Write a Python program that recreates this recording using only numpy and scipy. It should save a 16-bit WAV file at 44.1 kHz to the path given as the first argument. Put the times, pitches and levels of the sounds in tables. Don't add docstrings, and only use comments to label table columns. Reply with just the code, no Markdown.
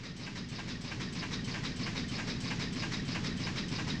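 import sys
import numpy as np
from scipy.fft import rfft, irfft
from scipy.io import wavfile

SR = 44100
rng = np.random.default_rng(int(sys.argv[2]) if len(sys.argv) > 2 else 0)


def waveform_to_disk(signal):
    frames = np.transpose(np.atleast_2d(signal))
    scaled = np.clip(frames, -1, 1) * 32767
    samples = np.round(scaled).astype(np.int16)
    wavfile.write(sys.argv[1], SR, samples)


N = 176400

# (time of the first valve tick [s], relative level of that tick [dB])
TURNS = [(-.159, 0), (.1633, 1.5), (.4863, 1), (.8092, 1.5), (1.1223, 1), (1.4429, 0), (1.7613, -1),
         (2.0828, 0), (2.4044, 2), (2.7249, 0), (3.048, -4), (3.3671, -2), (3.684, -1.5), (4.003, -2)]
# (frequency [Hz], relative level [dB])
LEAK_SPECTRUM = [(300, -1), (600, -2), (1100, .5), (1400, -1), (1800, 3), (3000, -1), (5000, -1.5),
                 (6300, -8), (8000, -20), (9300, -30), (12500, -33)]
RUMBLE_SPECTRUM = [(20, -14), (40, -11), (70, -9), (88, -2), (180, 2), (260, 0), (290, -6), (335, -5),
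                   (360, -9), (420, -9.5), (500, -18), (600, -21), (1000, -36), (4000, -80)]
# (order [cycles a turn], rms level [dB])
THROB_HARMONICS = [(4, -64), (8, -53), (12, -66), (16, -61), (20, -61), (28, -54), (40, -53), (45, -52)]
# (delay in the turn [s], frequency [Hz], level [dB])
THUMPS = [(-.006, 165, -35.5), (.026, 118, -36.5), (.035, 262, -36), (.054, 165, -37.5), (.089, 160, -39),
          (.123, 190, -35), (.131, 305, -41), (.14, 140, -36), (.177, 145, -36), (.202, 180, -35.5),
          (.219, 235, -35.5), (.237, 215, -36), (.256, 165, -39), (.284, 180, -37.5)]
# (frequency [Hz], relative level [dB])
TICK_SPECTRUM = [(500, -20), (2000, -6), (5300, 1), (6200, -1), (7000, -9), (7800, -1), (8400, -9),
                 (9200, -19), (12500, -24)]
DOWN_CHUFF_SPECTRUM = [(200, -10), (430, 4), (720, -4), (1100, 3), (1400, -5), (2250, 4), (3200, -2),
                       (5400, 0), (6500, -10), (8000, -20), (9500, -33), (12500, -36)]
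RETURN_TICK_SPECTRUM = [(300, -5), (480, 1), (720, -6), (950, 3), (1300, -1), (2150, 4), (2700, -4),
                        (4000, -5), (5600, -2), (6700, -12), (7700, -14), (9500, -28), (12500, -30)]
UP_CHUFF_SPECTRUM = [(250, -5), (430, 6), (700, -6), (1150, -3), (1800, 1), (2400, 2), (2900, -3),
                     (3900, 1), (5400, 0), (6500, -11), (8000, -21), (9500, -32), (12500, -35)]
# (delay [s], attack [s], hold [s], t60 [s], level [dB], frequency [Hz], bandwidth [Hz])
SQUEAKS = [(0, .002, .018, .12, -57, 3080, 70), (.068, .004, .014, .12, -49, 4440, 220),
           (.068, .004, .014, .14, -45.5, 4990, 380), (.05, .025, .015, .15, -52.5, 3850, 110),
           (.203, .012, .005, .16, -45.5, 3850, 280), (.213, .008, .008, .15, -50, 4990, 150),
           (.262, .008, .005, .09, -44.5, 1850, 70), (.262, .01, .006, .1, -54.5, 3860, 160),
           (.27, .008, .004, .08, -54, 5000, 180)]
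# (frequency [Hz], relative level [dB])
KNOCK_SPECTRUM = [(250, -15), (450, -4), (700, -4), (1100, -3), (1320, -8), (1600, -1), (2850, -1),
                  (3400, -13), (6000, -25), (10000, -50)]
KNOCK_HISS_SPECTRUM = [(1500, -8), (3000, 0), (5600, 0), (7000, -5), (8300, -15), (9500, -24), (12500, -26)]
# (frequency [Hz], bandwidth [Hz], relative level [dB])
BEARING_MODES = [(850, 45, -2), (1000, 45, -2), (1160, 50, -4), (1590, 40, 5), (1790, 70, -4),
                 (2000, 70, -4), (2260, 90, -5), (2720, 200, -5)]
# (time [s], level [dB])
FADE = [(0, -6.5), (.3, -5), (.65, -3.6), (1.25, -1.2), (1.85, .2), (2.6, .4), (4, .6)]
# (frequency [Hz], gain [dB])
MICROPHONE = [(10, 0), (7000, 0), (8300, -1.5), (9500, -5), (11500, -7), (12900, -11)]

# (delay [s], attack [s], hold [s], t60 [s], level [dB])
TICK = (0, .0006, .012, .22, -49)
DOWN_CHUFF = (.024, .014, .024, .48, -43.3)
KNOCK = (.095, .009, .009, .17, -39.8)
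KNOCK_HISS = (.094, .008, .012, .48, -49)
RETURN_TICK = (.183, .013, .005, .18, -41.5)
UP_CHUFF = (.192, .02, .012, .3, -40)

LEAK_DB, LEAK_SWING_DB, LEAK_PEAK_TURNS = -49.2, .9, .45
RUMBLE_DB, THUMP_DETUNE = -40.6, .025
RING_DB, RING_LAG_S = -2.5, .004
SPUTTER_DB, SPUTTER_RATE_HZ = 1.4, 450
SCATTER_DB = .5
BAND_LIMIT_HZ = 12900
SPAN = 24000


def amp(db):
    return 10 ** (np.asarray(db) / 20)


def unit(x):
    return x / np.sqrt(np.mean(x ** 2, axis=-1, keepdims=True) + 1e-20)


def colour(points):
    f, db = np.transpose(points)
    curve = lambda hz: amp(np.interp(np.log(hz + 1), np.log(f), db))
    return lambda hz: curve(hz) * hz ** 2 / (hz ** 2 + (f[0] / 2) ** 2)


def resonance(hz, centre, width):
    return 1j * hz * width / (centre ** 2 - hz ** 2 + 1j * hz * width)


def filtered(x, response):
    n = x.shape[-1]
    return irfft(rfft(x) * response(np.fft.rfftfreq(n, 1 / SR)), n)


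def envelope(attack, hold, t60):
    t = np.arange(SPAN) / SR
    return np.minimum(t / attack, 1) * amp(-60 * np.maximum(t - attack - hold, 0) / t60)


def crank():
    return np.interp(np.arange(N) / SR, np.transpose(TURNS)[0], np.arange(len(TURNS)))


def turn_noise(response, shared):
    white = rng.standard_normal((len(TURNS) + 1, SPAN))
    return unit(filtered(np.sqrt(shared) * white[0] + np.sqrt(1 - shared) * white[1:], response))


def each_turn(rows, delay, scatter_s):
    out = np.zeros(N + 3 * SR)
    for (start, _), row, (late, loud) in zip(TURNS, rows, rng.standard_normal((len(TURNS), 2))):
        onset = round((1 + start + delay + late * scatter_s) * SR)
        out[onset:onset + SPAN] += row * amp(loud * SCATTER_DB)
    return out[SR:SR + N]


def burst(shape, response, turn_db=0):
    delay, attack, hold, t60, db = shape
    at = np.arange(SPAN) * SPUTTER_RATE_HZ / SR
    knots = rng.standard_normal((len(TURNS), SPAN // 20))
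    sputter = np.array([np.interp(at, np.arange(len(row)), row) for row in knots])
    noise = unit(turn_noise(response, shared=.35) * amp(SPUTTER_DB * sputter))
    rows = noise * amp(turn_db) * envelope(attack, hold, t60)
    return amp(db) * each_turn(rows, delay, scatter_s=.0009)


def steam_leak():
    level_db = LEAK_DB + LEAK_SWING_DB * np.cos(2 * np.pi * (crank() - LEAK_PEAK_TURNS))
    return amp(level_db) * unit(filtered(rng.standard_normal(N), colour(LEAK_SPECTRUM)))


def hull():
    throb = sum(amp(db) * np.sqrt(2) * np.sin(2 * np.pi * (order * crank() + rng.random()))
                for order, db in THROB_HARMONICS)
    rumble = turn_noise(colour(RUMBLE_SPECTRUM), shared=.5) * envelope(attack=.02, hold=.295, t60=.1)
    return throb + amp(RUMBLE_DB) * each_turn(rumble, delay=0, scatter_s=0)


def bedplate():
    out, t = np.zeros(N), np.arange(SPAN) / SR
    shape = envelope(attack=.008, hold=.003, t60=.065)
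    for delay, hz, db in THUMPS:
        pitch = hz * (1 + THUMP_DETUNE * rng.standard_normal((len(TURNS), 1)))
        out += amp(db) * each_turn(np.sin(2 * np.pi * pitch * t) * shape, delay, scatter_s=.0004)
    return out


def valves():
    tick = burst(TICK, colour(TICK_SPECTRUM), turn_db=np.array(TURNS)[:, 1:])
    down_chuff = burst(DOWN_CHUFF, colour(DOWN_CHUFF_SPECTRUM))
    return_tick = burst(RETURN_TICK, colour(RETURN_TICK_SPECTRUM))
    up_chuff = burst(UP_CHUFF, colour(UP_CHUFF_SPECTRUM))
    return tick + down_chuff + return_tick + up_chuff


def squeaks():
    return sum(burst(shape, lambda hz: resonance(hz, centre, width) ** 2)
               for *shape, centre, width in SQUEAKS)


def bearing():
    steel = lambda hz: sum((-1) ** k * amp(db) * resonance(hz, centre, width)
                           for k, (centre, width, db) in enumerate(BEARING_MODES))
    ring = amp(RING_DB) * burst((KNOCK[0] + RING_LAG_S, *KNOCK[1:]), steel)
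    knock = burst(KNOCK, colour(KNOCK_SPECTRUM))
    hiss = burst(KNOCK_HISS, colour(KNOCK_HISS_SPECTRUM))
    return knock + ring + hiss


def scene():
    return (steam_leak() + valves() + bearing() + squeaks() + bedplate() + hull())[None]


def record(dry):
    fade = amp(np.interp(np.arange(N) / SR, *np.transpose(FADE)))
    padded = np.pad(dry * fade, ((0, 0), (0, SR)))
    return filtered(padded, lambda hz: colour(MICROPHONE)(hz) * (hz < BAND_LIMIT_HZ))[:, :N]


dry = scene()
out = record(dry)
waveform_to_disk(out)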